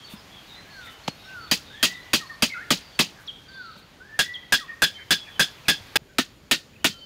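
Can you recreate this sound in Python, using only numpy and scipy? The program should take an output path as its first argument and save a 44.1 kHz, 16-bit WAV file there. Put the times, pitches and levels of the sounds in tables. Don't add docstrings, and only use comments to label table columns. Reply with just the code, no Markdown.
import sys
import numpy as np
from scipy import signal
from scipy.io import wavfile
from scipy.ndimage import uniform_filter1d

SR = 44100
rng = np.random.default_rng(int(sys.argv[2]) if len(sys.argv) > 2 else 0)


def store_wav(level_fs):
    pcm = np.round(np.clip(np.atleast_2d(level_fs), -1, 1) * 32767)
    wavfile.write(sys.argv[1], SR, pcm.T.astype(np.int16))


def volts_from_decibels(level):
    exponent = np.asarray(level, float) / 20
    return 10 ** exponent


N = 310905
SCENE_CHANGE_S = 5.9715
OVERDRIVE_DB, CLIP_LEVEL = 14, 0.218


def rms_one(x):
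    return x / np.sqrt(np.mean(np.abs(x) ** 2) + 1e-20)


def at_hz(points, hz):
    table_hz, values = np.transpose(points)
    return np.interp(np.log(hz), np.log(table_hz), values)


def add(out, s, sound):
    start = max(round(s * SR), 0)
    out[start:start + len(sound)] += sound[:N - start]


def band(x, low_hz, high_hz):
    return signal.sosfilt(signal.butter(2, [low_hz, high_hz], "band", fs=SR, output="sos"), x)


def high_pass(x, low_hz):
    return signal.sosfilt(signal.butter(2, low_hz, "high", fs=SR, output="sos"), x)


def flutter(size, spread_hz):
    r = np.exp(-np.pi * spread_hz / SR)
    noise = rng.standard_normal((2, size + 2000))
    slow = signal.lfilter([1], [1, -2 * r, r * r], noise)[:, 2000:]
    return rms_one(slow[0] + 1j * slow[1])


def tone(pitch_hz):
    return np.exp(2j * np.pi * np.cumsum(pitch_hz) / SR)


def ringing(modes, t):
    out = 0
    luck_db = rng.standard_normal(len(modes))
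    for (hz, db, t60), extra_db in zip(modes, luck_db):
        grain = 0.42 + 0.95 * flutter(len(t), spread_hz=200)
        fade = volts_from_decibels(-60 * t / t60) + volts_from_decibels(-25 - 60 * t / (3.0 * t60))
        out = out + volts_from_decibels(db + extra_db) * fade * (grain * tone(np.full(len(t), hz))).imag
    return out


# [f/Hz, level/dB, t60/s]
THUD_MODES = [(139.7, -14.5, 0.055), (233.5, -2.5, 0.045), (316.5, -4, 0.022), (607, -9, 0.034),
              (1160, -4, 0.021)]


def thud(t, linger, pitch):
    late = np.maximum(t - 0.0035, 0)
    jolt = 0
    for k, (hz, db, t60) in enumerate(THUD_MODES):
        fade = volts_from_decibels(db - 60 * late / (t60 * linger))
        jolt = jolt + (-1) ** k * fade * np.sin(2 * np.pi * hz * pitch * late)
    return high_pass(jolt, 130)


# [f/Hz, level per Hz/dB]
CRACK_COLOUR = [(150, -1.5), (500, -6.5), (1000, -4.5), (3300, 4), (5000, -5.5), (7000, -13), (11000, -23),
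                (16000, -19.5)]
# [f/Hz, t60/s]
SCATTER = [(150, 0.12), (700, 0.065), (1840, 0.055), (4850, 0.12), (12800, 0.1)]


def blows(table, ring, wood):
    out = np.zeros(N)
    t = np.arange(SR // 3) / SR
    edges = 156 * 2 ** np.arange(0, 7.1, 0.5)
    trunks = np.arange(0, 0.35, 0.007)
    linger, first_tilt_db, tilt_step_db, pitch = wood
    for count, (s, strength_db, thud_db, ring_db) in enumerate(table):
        tilt_db = first_tilt_db + count * tilt_step_db
        white = rng.standard_normal((2, len(t)))
        crack = 0
        for k, (low, high) in enumerate(zip(edges, edges[1:])):
            hz = np.sqrt(low * high)
            t60 = at_hz(SCATTER, hz) * linger
            fade = volts_from_decibels(-60 * t / t60) + volts_from_decibels(-23.5 - 60 * t / (3.08 * t60))
            trunk_db = 2.5 * np.interp(t, trunks, rng.standard_normal(len(trunks)))
            fade = fade * volts_from_decibels(trunk_db)
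            colour_db = at_hz(CRACK_COLOUR, hz) + tilt_db * np.log2(hz / 2500)
            crack = crack + volts_from_decibels(colour_db - 5.0) * band(white[k % 2] * fade, low, high)
        rings = volts_from_decibels(ring_db - 15.0) * ringing(ring, t)
        jolt = volts_from_decibels(thud_db - 5.0) * thud(t, linger, pitch)
        blow = volts_from_decibels(strength_db + OVERDRIVE_DB) * (crack + rings + jolt)
        if s < SCENE_CHANGE_S:
            blow = blow[:round((SCENE_CHANGE_S - s) * SR)]
        add(out, s, blow)
    return out


# [t/s, strength level/dB, thud level/dB, ring level/dB]
SHORT_STAKE_BLOWS = [(1.513, -12, -5.5, -3.5), (1.828, -7.5, -17.5, -3.5), (2.133, -10, -4, -5),
                     (2.423, -11, -2, -5), (2.705, -10, -1.5, -4.5), (2.991, -9, -4, -5)]
TALL_STAKE_BLOWS = [(4.191, -11.5, -36, 1.5), (4.523, -8.5, -35, 5), (4.82, -8.5, -17, 4),
                    (5.107, -9.5, -18, 4.5), (5.395, -8.5, -18, 4.5), (5.683, -8, -32, 3.3),
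                    (5.957, -11, -37, 2.2)]
THIRD_STAKE_BLOWS = [
    (6.184, -14.5, 2.5, 1),
    (6.512, -8.5, -8, -2),
    (6.844, -8.5, -6, -3),
]
# [f/Hz, level/dB, t60/s]
SHORT_RING = [(1625, -3, 0.06), (2570, 5, 0.065), (3170, 6, 0.06), (4000, 0, 0.06), (4770, 4, .085),
              (6560, -8, 0.08)]
TALL_RING = [(1645, 5, 0.071), (2551, -0.5, 0.044), (3306, -6.5, 0.13), (3448, -2.5, 0.12),
             (4303, -14.5, 0.012), (5045, -4.5, 0.098)]
THIRD_RING = [(1476, -3.5, 0.072), (1816, 2, 0.073), (2465, 6, 0.037), (3234, 0.5, 0.053),
              (3636, -4, 0.076), (4670, -19, 0.12), (6630, -6.5, 0.057)]
# scatter t60 factor, tilt in dB per octave, its change per blow, thud pitch factor
SHORT_WOOD, TALL_WOOD = (1.092, 1.04, -0.33, 0.996), (1, 1, -0.22, 0.97)
THIRD_WOOD = (0.93, 0.04, 0.01, 1.1)


def axe():
    short = blows(SHORT_STAKE_BLOWS, SHORT_RING, SHORT_WOOD)
    tall = blows(TALL_STAKE_BLOWS, TALL_RING, TALL_WOOD)
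    third = blows(THIRD_STAKE_BLOWS, THIRD_RING, THIRD_WOOD)
    return short + tall + third


# [t/s, strength level/dB, thud level/dB, ring level/dB]
KNOCKS = [
    (1.078, -23, 7, -28),
    (3.762, -51, -4, -15),
]


def knocks():
    return blows(KNOCKS, SHORT_RING, wood=(0.42, -2.0, -2.0, 0.8))


# [t/s, f/Hz, level/dB, t60/s]
THUMPS = [
    (0.136, 207, -28, 0.06),
    (5.807, 104, -34, 0.063),
    (6.018, 139, -37, 0.048),
]


def thumps():
    out = np.zeros(N)
    t = np.arange(SR // 8) / SR
    for s, hz, level_db, t60 in THUMPS:
        swell = 1 - np.exp(-t / 0.0015)
        add(out, s, volts_from_decibels(level_db - 60 * t / t60) * swell * np.sin(2 * np.pi * hz * t))
    return out


# [t/s, length/s, level/dB]
RUSTLES = [(0.092, 0.068, -49), (0.84, 0.048, -54), (0.89, 0.065, -56), (3.186, 0.06, -59),
           (3.767, 0.043, -59), (4.351, 0.0055, -52), (4.795, 0.007, -69)]


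def rustles():
    out = np.zeros(N)
    for s, length, level_db in RUSTLES:
        x = np.linspace(0, 1, round(length * SR))
        swish = band(rng.standard_normal(len(x)), 2500, 17000)
        add(out, s, volts_from_decibels(level_db) * np.sin(np.pi * x ** 0.92) * swish)
    return out


# [t/s, length/s, top f/Hz, level/dB]
SLIDES = [(.64, .29, 1730, -45)]
SCOOPS = [(2.538, .105, 2000, -37)]
DROOPS = [(1.225, .27, 1545, -39), (3.465, .275, 1575, -38)]
FALLS = [(2.205, .065, 1364, -39), (2.305, .055, 1300, -45), (4.6, .06, 1394, -38),
         (4.706, 0.041, 1354, -46)]
CLIMBS = [(1.69, .43, 1990, -37.5), (4.0, .52, 1975, -38)]
HOLDS = [(2.19, .09, 1864, -42), (2.285, 0.079, 1824, -36.5), (4.575, 0.1, 1900, -41.5),
         (4.675, 0.11, 1845, -37)]
# [share of the note, pitch ratio to its top, level/dB]
SLIDE_SHAPE = [(0, .9, -16), (.22, 1.0, -13), (.48, .9, 0), (.8, .77, -3), (1.0, .76, -12)]
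SCOOP_SHAPE = [(0, .76, -3), (.3, .69, 0), (.6, .77, -2), (1.0, 1.0, -8)]
DROOP_SHAPE = [(0, .94, -24), (.16, .99, -12), (.41, 1.0, -2), (.56, .93, 0), (.67, .875, -5),
               (.84, .83, -7), (1.0, .75, -20)]
FALL_SHAPE = [(0, .99, -16), (.15, 0.96, -3), (.5, .83, -6.5), (1.0, 0.72, -14)]
CLIMB_SHAPE = [(0, .73, -12), (.16, .875, -9), (.33, .91, -5), (.46, .975, 0), (.6, .99, -2),
               (.8, 1.0, -11), (1.0, 1.0, -22)]
HOLD_SHAPE = [(0, 1.0, -12), (.2, 1.0, 0), (.55, 1.0, -7), (1.0, .99, -22)]
# share of the tone, speed in Hz
STEADY, THROB, HOARSE = (0.25, 50), (0.8, 75), (0.7, 200)


def whistler():
    out = np.zeros(N)
    kinds = [(SLIDES, SLIDE_SHAPE, STEADY), (SCOOPS, SCOOP_SHAPE, HOARSE),
             (DROOPS, DROOP_SHAPE, STEADY), (FALLS, FALL_SHAPE, STEADY),
             (CLIMBS, CLIMB_SHAPE, THROB), (HOLDS, HOLD_SHAPE, THROB)]
    for notes, shape, (depth, waver_hz) in kinds:
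        share, ratio, shape_db = np.transpose(shape)
        for s, length, top_hz, level_db in notes:
            x = np.linspace(0, 1, round(length * SR))
            edge = np.clip(np.minimum(x, 1 - x) * length / 0.008, 0, 1)
            waver = np.sqrt(1 - depth ** 2) + depth * flutter(SR, waver_hz)[:len(x)]
            gain = edge * volts_from_decibels(level_db + np.interp(x, share, shape_db))
            whistle = tone(top_hz * np.interp(x, share, ratio))
            add(out, s, np.sqrt(2) * gain * (waver * whistle).real)
    return out


# [t/s, top f/Hz, rest f/Hz, level/dB]
CHIPS = [
    (3.266, 5800, 3255, -29.5),
    (4.329, 5800, 3276, -31.5),
]
CHIP_PERCH_S, CHIP_DIVE_S, CHIP_S, CHIP_END_HZ = 0.008, 0.003, 0.042, 450


def chips():
    out = np.zeros(N)
    t = np.arange(round(CHIP_S * SR)) / SR
    for s, top_hz, rest_hz, level_db in CHIPS:
        swell = np.interp(t, [0, 0.002, CHIP_PERCH_S, 0.015, 0.034, CHIP_S], [0, 0.09, 0.09, 0.85, 1, 0])
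        rasp = 1 + 0.35 * flutter(len(t), spread_hz=350)
        dive = np.exp(-np.maximum(t - CHIP_PERCH_S, 0) / CHIP_DIVE_S - t / 0.045)
        droop_hz = CHIP_END_HZ * (t / CHIP_S) ** 8
        pitch_hz = rest_hz + (top_hz - rest_hz) * dive - droop_hz
        add(out, s, volts_from_decibels(level_db) * swell * (rasp * tone(pitch_hz)).real)
    return out


# [t/s, length/s, start f/Hz, end f/Hz, level/dB, notes per s]
TRILL = (3.484, .37, 4250, 4050, -49, 17.6)


def trill():
    out = np.zeros(N)
    s, length, start_hz, end_hz, level_db, rate = TRILL
    t = np.arange(round(length * SR)) / SR
    since = t * rate % 1 / rate
    dive = 1 + 0.13 * np.exp(-since / 0.026)
    pluck = since / 0.0037 * np.exp(-since / 0.0055)
    pitch_hz = (start_hz + (end_hz - start_hz) * t / length) * dive
    add(out, s, 3 * volts_from_decibels(level_db - 9 * t / length) * (pluck * tone(pitch_hz)).real)
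    return out


# [t/s, length/s, start f/Hz, end f/Hz, level/dB]
SEEPS = [(0.042, 0.037, 4500, 4400, -44), (0.868, 0.13, 3030, 3000, -50.5), (1.179, .05, 3800, 3760, -53),
         (1.23, .05, 4330, 4250, -56), (1.39, 0.14, 4530, 4370, -47), (1.987, 0.083, 4000, 4050, -53),
         (2.258, .095, 4330, 4450, -50), (2.495, .081, 2585, 2560, -46), (2.491, 0.0516, 2270, 2060, -30),
         (2.922, 0.088, 4500, 4550, -51), (3.48, .18, 3600, 3490, -52.5), (6.09, .06, 1560, 1510, -58),
         (5.3, 0.093, 3320, 2980, -47.5), (5.305, .11, 3480, 3320, -49), (6.898, 0.12, 1397, 1354, -57.5)]
CLEAR = [(.55, .11, 3980, 4160, -48), (.73, .1, 5860, 5760, -60), (1.235, .07, 5500, 5460, -59),
         (1.035, .1, 4340, 4290, -45), (4.946, .099, 3120, 3100, -43.5), (5.197, .11, 3330, 3430, -42),
         (6.883, .17, 3140, 3060, -44)]
# [t/s, length/s, start f/Hz, level/dB]
CHIRPS = [(.0, .051, 3300, -48), (.061, 0.096, 3650, -48), (0.098, 0.044, 2760, -50),
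          (0.149, .07, 5140, -54), (.309, 0.1, 3420, -46), (.45, 0.059, 4430, -55), (.473, .1, 3810, -46.5),
          (.702, 0.12, 4390, -48.5), (0.814, 0.1, 3700, -45), (1.278, .07, 2690, -49),
          (1.228, .06, 3850, -49), (1.47, .037, 3620, -49), (1.658, 0.11, 3690, -47),
          (1.754, 0.072, 3330, -46.5), (1.933, 0.053, 3730, -45.5), (2.535, 0.073, 2210, -45),
          (2.64, .06, 1750, -51), (3.31, 0.098, 3540, -55), (2.807, .12, 4760, -51),
          (3.164, 0.067, 1614, -47), (3.488, 0.28, 4570, -54.5), (3.503, 0.32, 4240, -56),
          (3.509, 0.31, 3910, -56), (4.967, 0.077, 2170, -45), (4.979, 0.055, 1740, -45),
          (5.272, 0.045, 1756, -45), (6.963, 0.11, 4600, -51.5)]
# [t/s, start f/Hz, level/dB]
CHUCKS = [(.567, 2056, -46.5), (.86, 2090, -44.5), (2.92, 3640, -52), (4.677, 2640, -50),
          (5.247, 2680, -46), (5.65, 2650, -44.5)]
SEEP_SPREAD_HZ, CLEAR_SPREAD_HZ, CHIRP_SPREAD_HZ, CHUCK_SPREAD_HZ = 75, 18, 300, 320
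CHIRP_SAG, CHUCK_S, CHUCK_DROP = 0.97, 0.05, 0.84
# first (s, Hz, dB), step (s, Hz, dB), length s, end pitch ratio
PIP_FIRST, PIP_STEP, PIP_S, PIP_DROP = (6.733, 2500, -53), (0.0223, 170, 0.8), 0.014, 0.92


def far_calls():
    calls = [row + (SEEP_SPREAD_HZ,) for row in SEEPS]
    calls += [row + (CLEAR_SPREAD_HZ,) for row in CLEAR]
    calls += [(s, length, hz, hz * CHIRP_SAG, db, CHIRP_SPREAD_HZ) for s, length, hz, db in CHIRPS]
    calls += [(s, CHUCK_S, hz, hz * CHUCK_DROP, db, CHUCK_SPREAD_HZ) for s, hz, db in CHUCKS]
    pips = np.add(PIP_FIRST, np.outer(np.arange(5), PIP_STEP))
    calls += [(s, PIP_S, hz, hz * PIP_DROP, db, SEEP_SPREAD_HZ) for s, hz, db in pips]
    out = np.zeros(N)
    for s, length, start_hz, end_hz, level_db, spread_hz in calls:
        x = np.linspace(0, 1, round(length * SR))
        blur = 0.098 + flutter(SR // 2, spread_hz)[:len(x)]
        call = (blur * tone(start_hz + (end_hz - start_hz) * x)).real
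        add(out, s, volts_from_decibels(level_db) * np.sin(np.pi * x) ** 0.28 * call)
    return out


def woods(x):
    t = np.arange(SR // 2) / SR
    tail = rng.standard_normal(len(t)) * volts_from_decibels(-60 * t / 0.72) * (1 - np.exp(-t / 0.0065))
    return signal.fftconvolve(x, tail / np.sqrt(np.sum(tail ** 2)))[:N]


# [from t/s, to t/s, level/dB]
INSECT_SPELLS = [
    (1.5, 3.55, -78),
    (5.975, 7.05, -71),
]
INSECT_HZ, INSECT_FAR_DB = 6950, -85


def insect():
    t = np.arange(N) / SR
    level = np.full(N, volts_from_decibels(INSECT_FAR_DB))
    for start, end, level_db in INSECT_SPELLS:
        level[(t > start) & (t < end)] = volts_from_decibels(level_db)
    buzz = flutter(N, spread_hz=450) * tone(np.full(N, INSECT_HZ))
    octave = volts_from_decibels(-17) * buzz ** 2
    return uniform_filter1d(level, size=2000) * (buzz + octave).real


# [t/s, level/dB]
BREEZE = [(0.0, -66.5), (0.11, -65.5), (0.23, -65), (1.44, -65), (3.13, -67), (3.28, -69.5), (4.06, -71.5),
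          (5.14, -68.5), (5.29, -66), (5.83, -63.5), (5.95, -64)]
BREEZE_AFTER = [(5.974, -75.5), (6.419, -74.5), (7.05, -74)]
# [f/Hz, level per Hz/dB]
AIR_COLOUR = [(15, -40), (33, -4.5), (99, 1.5), (423, -7.5), (3640, -11.5), (6770, -22.5), (7750, -36.5),
              (15600, -38.5)]
AIR_DB, AIR_FOLLOWS, AFTER_CHANGE_DB = (-54, -52, -65.5), (0.36, 0.84, 1), (2.2, -0.3, 3.5)
MIDDLING_DB = -67.5


def forest_air():
    s, breeze_db = np.transpose(BREEZE + BREEZE_AFTER)
    t = np.arange(N) / SR
    edges = 19 * 2 ** np.arange(0, 10.1, 0.5)
    white = rng.standard_normal((2, N))
    layers = np.zeros((3, N))
    knots = np.arange(0, 7.2, 0.06)
    for k, (low, high) in enumerate(zip(edges, edges[1:])):
        hz = np.sqrt(low * high)
        patch_db = 1.3 * np.interp(t, knots, rng.standard_normal(len(knots)))
        which = int(hz > 700) + int(hz > 7000)
        layers[which] += volts_from_decibels(at_hz(AIR_COLOUR, hz) + patch_db) * band(white[k % 2], low, high)
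    out = np.zeros(N)
    for layer, db, share, moved_db in zip(layers, AIR_DB, AIR_FOLLOWS, AFTER_CHANGE_DB):
        level_db = db + share * (breeze_db - MIDDLING_DB) + moved_db * (s > SCENE_CHANGE_S)
        out += volts_from_decibels(np.interp(t, s, level_db)) * rms_one(layer)
    return out


def scene():
    handling = knocks() + thumps() + rustles()
    calls = whistler() + far_calls() + chips() + trill()
    birds = calls + woods(volts_from_decibels(-8.5) * calls)
    return (axe() + handling + birds + insect() + forest_air())[None]


def roll_off(x):
    return signal.sosfilt(signal.butter(12, 17090, fs=SR, output="sos"), x)


def record(dry):
    clipped = np.clip(dry, -CLIP_LEVEL, CLIP_LEVEL)
    top_cut = signal.cheby2(14, 30, 15900, fs=SR, output="sos")
    mix = signal.sosfilt(top_cut, clipped)
    return roll_off(mix)


dry = scene()
out = record(dry)
store_wav(out)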